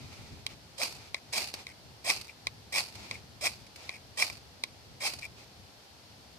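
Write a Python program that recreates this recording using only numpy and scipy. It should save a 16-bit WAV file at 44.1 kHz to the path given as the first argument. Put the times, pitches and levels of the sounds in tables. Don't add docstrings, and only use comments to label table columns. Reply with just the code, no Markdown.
import sys
import numpy as np
from scipy import signal
from scipy.fft import rfft, irfft
from scipy.io import wavfile
from scipy.ndimage import map_coordinates

SR = 44100
rng = np.random.default_rng(int(sys.argv[2]) if len(sys.argv) > 2 else 0)


def persist_wave(psi):
    counts = np.round(np.clip(psi, -1, 1) * 32767).astype(np.int16)
    wavfile.write(sys.argv[1], SR, np.atleast_2d(counts).T)


N = 281740

# (time [s], relative level [dB])
BREEZE_LEVELS = [(0.0, -44.5), (0.07, -52), (0.59, -57.5), (0.62, -60.5), (2.67, -60.5), (2.74, -55.5),
                 (4.07, -61), (5.21, -59), (5.85, -65.5), (6.39, -59.5)]
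# (frequency [Hz], relative spectral level [dB])
WIND_SPECTRUM = [(15, -29), (25, -16), (32, -22.5), (69, 0.5), (87, 1), (118, 1), (209, -10), (340, -15.5),
                 (400, -13), (520, -26), (880, -120)]
AIR_SPECTRUM = [(120, -22.5), (200, -5), (277, -4.5), (332, -7.5), (485, -6), (818, -4.5), (1170, -12),
                (1260, -10.5), (1810, -12.5), (3940, -10.5), (4310, -7.5), (5260, -11), (7280, -20),
                (14000, -25.5), (15000, -36)]
SHAVINGS_SPECTRUM = [(120, -16), (200, -4.5), (231, -7), (602, -6.5), (818, -1.5), (1170, -10), (1380, -5),
                     (1460, -15), (2420, -1.5), (3010, -10), (4470, -5), (13500, -27), (15000, -27)]
SPARK_SPECTRUM = [(120, -38.5), (200, -11), (467, -11), (761, -6), (1690, -14), (2460, 0), (3350, -11.5),
                  (4240, -2), (4550, 3), (5660, -7.5), (6190, -8), (6770, -11), (8410, -11), (14000, -19.5),
                  (15000, -32)]
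# (frequency [Hz], correlation [-])
WIND_CORRELATION = [(30, 0.05), (70, 0.66), (150, 0.73), (400, 0.39)]
AIR_CORRELATION = [(60, 0.9), (200, 0.99), (700, 0.36), (1500, 0), (3000, 0.023), (12000, 0)]
SPARK_CORRELATION = [(300, 0.78), (800, 0.7), (2400, 0), (4500, 0), (12000, 0.017)]
# (start [s], relative level [dB], duration [s])
HAND_BRUSHES = [(-.2, -54, 0.64), (.485, -51.5, 0.063), (.93, -53, 0.18), (1.535, -47.5, 0.11),
                (2.92, -48.5, 0.29), (3.752, -50, 0.18), (5.36, -54, 0.094)]
# (time [s], level [dB])
SPARK_POPS = [(.924, -42.5), (1.473, -34), (1.539, -30), (2.162, -36), (2.211, -35.5), (2.802, -29),
              (2.83, -50), (2.953, -43), (3.666, -47.5), (3.759, -39.5), (4.279, -35.5), (5.135, -34),
              (5.187, -39)]
# (frequency [Hz], bandwidth [Hz],
# scraped level [dB], struck level [dB], left minus right level [dB], left phase lead [rad])
RESONANT_PEAKS = [(466, 730, -22.5, -21.5, 8, 0), (737, 317, -9, -15.5, 1, 0.85),
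                  (1067, 79, -8, -7, 2, -0.4), (1226, 170, -12, -25, -8, 2.5),
                  (2027, 153, -14, -33, -24, 3), (2030, 190, -36, -6, 10.5, 1),
                  (2250, 274, -2.5, -4, 5.5, 1), (2417, 280, -1.5, -6.5, 5, 0.84),
                  (2800, 360, -16.5, -14.5, 3, -2.5), (3280, 420, -10, -11, -8, -2.5),
                  (3640, 660, -25.5, -10, 3, -3), (4010, 420, -13, -5, -12, -2.0),
                  (4500, 480, -11, -3, -2, -3), (4700, 1300, -13.5, -26, -8, -2),
                  (5340, 610, -8.5, -13.5, -14, -1), (6020, 400, -12.5, -13.5, -17, -2.6),
                  (6200, 1400, -15, -26, -16, -5.5), (7100, 390, -20, -15.5, 10.5, 1.5),
                  (8380, 1080, -8, -14, 1, 4), (9730, 940, -24, -28.5, -23, 0.9),
                  (11200, 1800, -23, -32, -7, 0.95), (13900, 560, -16.5, -23, -1, 4.5)]
# (time
# [s], tick level [dB], tilt [dB/octave], # favoured frequency [Hz], its lift [dB], relative slide level [dB],
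# slide duration [s])
BLADE_TOUCHES = [(0.4638, -27.5, 2, 3020, 10.5, -58, 0.073), (1.1428, -25.5, -3.5, 2115, 4.5, -54, 0.043),
                 (1.6663, -36, -1.5, 2170, 6, -53.5, 0.056), (2.279, -49, 5, 2400, 4, -51, 0.035),
                 (2.4677, -24.5, -1.5, 2200, 3.5, -52, 0.011),
                 (3.11, -29.5, -2.5, 2300, 4.5, -50.5, 0.057), (3.891, -30, -4, 2310, 6, -50.5, 0.088),
                 (4.6355, -25, 0, 2250, 2.5, -65, 0.075), (5.221, -44, -3, 2394, 6, -42.5, 0.041)]
# (time [s], level [dB], blade resonance lift [dB])
EDGE_CATCHES = [(.8145, -28, 4), (1.333, -30, -4), (2.1, -18.5, 8), (2.758, -27, 2), (3.466, -24.5, 5),
                (4.2222, -19.5, 11.5), (4.2975, -35, 3), (5.2425, -48, 7)]
# (start [s], time of top speed [s], start level [dB], level at top speed [dB],
# blade resonance lift [dB], chatter level [dB], spark hiss level [dB])
KNIFE_STROKES = [(0.775, 0.833, -43.5, -33, -9, -38.5, -31.5), (1.324, 1.379, -34, -32.5, -3.5, -71, -28.5),
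                 (2.041, 2.101, -41.5, -26.5, -1.5, -44, -30),
                 (2.721, 2.782, -36, -28.5, 1.5, -47.5, -31.5),
                 (3.407, 3.461, -42.5, -25.5, -1.5, -38, -36.5), (4.169, 4.222, -37, -27, -1.5, -45, -32),
                 (5.001, 5.069, -41.5, -28, -1.5, -42, -33.5)]

TIME = np.arange(N) / SR
GRID_HZ = np.maximum(np.arange(2 ** 12 + 1) * SR / 2 ** 13, 1)
BLADE_HZ, BLADE_WIDTH_HZ = 2160, 330


def from_db(db):
    return 10 ** (np.asarray(db) / 20)


def unit_rms(x):
    return x / np.sqrt(np.mean(x ** 2) + 1e-20)


def on_grid(points):
    hz, value = np.transpose(points)
    return np.interp(np.log(GRID_HZ), np.log(hz), value)


def minimum_phase(gain):
    cepstrum = irfft(np.log(gain + 1e-7))
    cepstrum[1:len(gain) - 1] *= 2
    cepstrum[len(gain):] = 0
    return irfft(np.exp(rfft(cepstrum)))


def through(x, response):
    response = response / np.sqrt(np.sum(response ** 2) / 2)
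    return signal.fftconvolve(np.atleast_2d(x), response, axes=-1)[:, :N]


def add(out, start_s, sound):
    at = max(int(start_s * SR), 0)
    out[:, at:at + sound.shape[1]] += sound[:, :N - at]


def drift(rate):
    knots = np.random.default_rng(rng.integers(2 ** 30)).standard_normal(int(TIME[-1] * rate) + 2)
    return unit_rms(np.interp(TIME * rate, np.arange(len(knots)), knots))


def noise(spectrum, correlation):
    gain, alike = from_db(on_grid(spectrum)), np.clip(on_grid(correlation), -.98, .98)
    responses = np.array([minimum_phase(gain * np.sqrt(1 + sign * alike)) for sign in (1, -1)])
    mid, side = through(rng.standard_normal((2, N)), responses)
    return unit_rms(np.array([mid + side, mid - side]))


def grains(per_s, spread_db):
    sizes = from_db(spread_db * np.minimum(rng.exponential(1, N), 4)) * rng.choice([-1, 1], N)
    return unit_rms(sizes * (rng.random(N) < per_s / SR))


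def swells(rows):
    out = np.zeros(N)
    for start, db, length in rows:
        inside = (TIME > start) & (TIME < start + length)
        out[inside] += from_db(db) * np.sqrt(2 * np.sin(np.pi * (TIME[inside] - start) / length))
    return out


def breeze(lift_db=2.04, gust_db=2.37):
    gust = from_db(np.interp(TIME, *np.transpose(BREEZE_LEVELS)) + lift_db + gust_db * drift(25))
    return gust * noise(WIND_SPECTRUM, WIND_CORRELATION) * from_db([[1.1], [-1.1]])


def air(level_db=-55.5):
    return from_db(level_db) * noise(AIR_SPECTRUM, AIR_CORRELATION) * from_db([[0.3], [-0.3]])


def shavings():
    flicker = from_db(1.2 * drift(70) - 3.0)
    return swells(HAND_BRUSHES) * flicker * noise(SHAVINGS_SPECTRUM, AIR_CORRELATION)


def stray_sparks(count=7, earliest_s=.043, latest_s=.17, offset_db=-7, fade_db_per_s=73):
    rows = []
    for _, fastest, *_, shower_db in KNIFE_STROKES:
        flight = earliest_s + (latest_s - earliest_s) * rng.random(count)
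        db = shower_db + offset_db - fade_db_per_s * flight - 0.5 * rng.standard_normal(count)
        rows += zip(fastest + flight, db)
    return rows


def sparks(shower_rise_s=.017, shower_t60=.32, pop_rise_s=.00055, pop_t60=.045):
    showers = [(fastest, db, shower_t60, shower_rise_s) for _, fastest, *_, db in KNIFE_STROKES]
    pops = list(SPARK_POPS) + stray_sparks()
    bursts = [(start + 2 * pop_rise_s, db, pop_t60, pop_rise_s) for start, db in pops]
    power = np.zeros(N)
    for peak, db, t60, rise in showers + bursts:
        near = (TIME > peak - 5 * rise) & (TIME < peak + t60)
        age = TIME[near] - peak
        attack = np.exp(np.minimum(age, 0) / rise)
        power[near] += (attack * from_db(db - 60 * np.maximum(age, 0) / t60)) ** 2
    envelope = np.sqrt(power) * from_db(2.0 * drift(400))
    return envelope * noise(SPARK_SPECTRUM, SPARK_CORRELATION) * from_db([[-1.0], [0.5]])


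def scattering(sound, level_db=-15.5, t60=.045, cutoff_hz=3500):
    age = TIME[:2 ** 12]
    tail = rng.standard_normal((2, len(age))) * from_db(-60 * age / t60) * (age > .002)
    tail = signal.sosfilt(signal.butter(1, cutoff_hz, fs=SR, output="sos"), tail)
    return from_db(level_db) * through(sound, tail)


def resonances(struck, ring_db, tilt_db=0, ring_hz=BLADE_HZ):
    power, leads, sides = 0, 0, np.array([[1], [-1]]) / 2
    for hz, width, scraped_db, struck_db, pan_db, lead in RESONANT_PEAKS:
        detuning = (GRID_HZ ** 2 - hz ** 2) / (GRID_HZ * width)
        peak = from_db(scraped_db + struck * (struck_db - scraped_db)) / (1 + detuning ** 2)
        power = power + (peak * from_db(sides * pan_db)) ** 2
        leads = leads + peak ** 2 * np.exp(1j * lead)
    lift_db = ring_db / (1 + ((GRID_HZ - ring_hz) / BLADE_WIDTH_HZ) ** 4)
    grip = from_db(lift_db + tilt_db * np.log2(1 + GRID_HZ / BLADE_HZ))
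    left_phase = np.angle(rfft(minimum_phase(np.sqrt(power.sum(0)) * grip)))
    phase = left_phase - np.array([[0], [1]]) * np.angle(leads)
    travel = 2 * np.pi * GRID_HZ * 16 / SR
    return irfft(np.sqrt(power) * grip * np.exp(1j * (phase - travel)))[:, :2 ** 11]


def contact(db, response, length_s=.0042):
    pressure = np.sqrt(np.sin(np.pi * np.minimum(TIME[:2 ** 9] / length_s, 1)) + 1e-12)
    slips = rng.standard_normal(len(pressure)) * pressure
    for _ in range(8):
        slips = irfft(np.exp(1j * np.angle(rfft(slips)))) * pressure
    return through(slips * from_db(db) * np.sqrt(length_s * SR / np.sum(slips ** 2)), response)


def squeaks(wait_s=.0043, grit_db=-3, flutter_db=4.5):
    song, pressure = np.zeros((2, N))
    waver = 1 + .075 * drift(900)
    for start, _, _, hz, _, db, length in BLADE_TOUCHES:
        slide = swells([(start + wait_s, db, length)])
        song += slide * np.sin(2 * np.pi * hz * np.cumsum(waver) / SR)
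        pressure += slide
    flutter = from_db(flutter_db * drift(250) - 4.5)
    grit = through(pressure * grains(1500, spread_db=4.5), resonances(0, ring_db=4.5))
    return song * flutter * from_db([[2.5], [-4.5]]) + from_db(grit_db) * grit


def ticks(struck=0.88):
    out = np.zeros((2, N))
    for start, db, tilt_db, hz, lift_db, *_ in BLADE_TOUCHES:
        add(out, start, contact(db, resonances(struck, lift_db, tilt_db, hz)))
    return out


def catches(rebound_s=.005, rebound_loss_db=9.5):
    out = np.zeros((2, N))
    for start, db, ring_db in EDGE_CATCHES:
        response = resonances(0, ring_db, tilt_db=-2.2)
        add(out, start, contact(db, response))
        add(out, start + rebound_s, contact(db - rebound_loss_db, response))
    return out


def chatter(slow_hz=500, fast_hz=880, jitter=0.053, overtone_db=-13):
    out = np.zeros(N)
    for start, fastest, _, _, _, chatter_db, _ in KNIFE_STROKES:
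        inside = (TIME > start) & (TIME < fastest)
        progress = (TIME[inside] - start) / (fastest - start)
        hz = (slow_hz + (fast_hz - slow_hz) * progress ** 2) * (1 + jitter * drift(600)[inside])
        phase = 2 * np.pi * np.cumsum(hz) / SR
        tone = np.sin(phase) + from_db(overtone_db) * np.sin(2 * phase)
        out[inside] = from_db(chatter_db) * np.sin(np.pi * progress ** 2) * tone
    return out * from_db(1.4 * drift(250)) * from_db([[2.5], [0.5]])


def rasp(release_t60=0.098, bite_s=0.0053, split_hz=3000, wander=0.42, glide=0.0574):
    shared = grains(9000, spread_db=1.0)
    apart = np.array([grains(9000, spread_db=6.0) for _ in range(2)])
    below, above = (signal.butter(3, split_hz, kind, fs=SR, output="sos") for kind in ("low", "high"))
    partly_shared = np.sqrt(1 - wander) * shared + np.sqrt(wander) * apart
    stick_slip = from_db(1.7 * drift(400))
    grit = (signal.sosfilt(below, shared) + signal.sosfilt(above, partly_shared)) * stick_slip
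    out = np.zeros((2, N))
    for start, fastest, start_db, top_db, ring_db, *_ in KNIFE_STROKES:
        inside = (TIME > start) & (TIME < fastest + release_t60)
        t = TIME[inside]
        speed = np.minimum((t - start) / (fastest - start), 1) ** 0.924
        release_db = 60 * np.maximum(t - fastest, 0) / release_t60
        push = from_db(start_db + (top_db - start_db) * speed - release_db)
        bite = np.minimum((t - start) / bite_s, 1)
        stroke = through(grit[:, inside] * push * bite, resonances(0, ring_db))
        positions = np.cumsum(1 + glide * (speed - .75))
        add(out, start, np.array([map_coordinates(side, [positions], order=3) for side in stroke]))
    return out


def scene():
    blade = rasp() + chatter() + catches() + ticks() + squeaks()
    return blade + scattering(blade) + sparks() + shavings() + breeze() + air()


def record(dry, cutoff_hz=14800):
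    return signal.sosfilt(signal.ellip(10, .2, 80, cutoff_hz, fs=SR, output="sos"), dry)


dry = scene()
out = record(dry)
persist_wave(out)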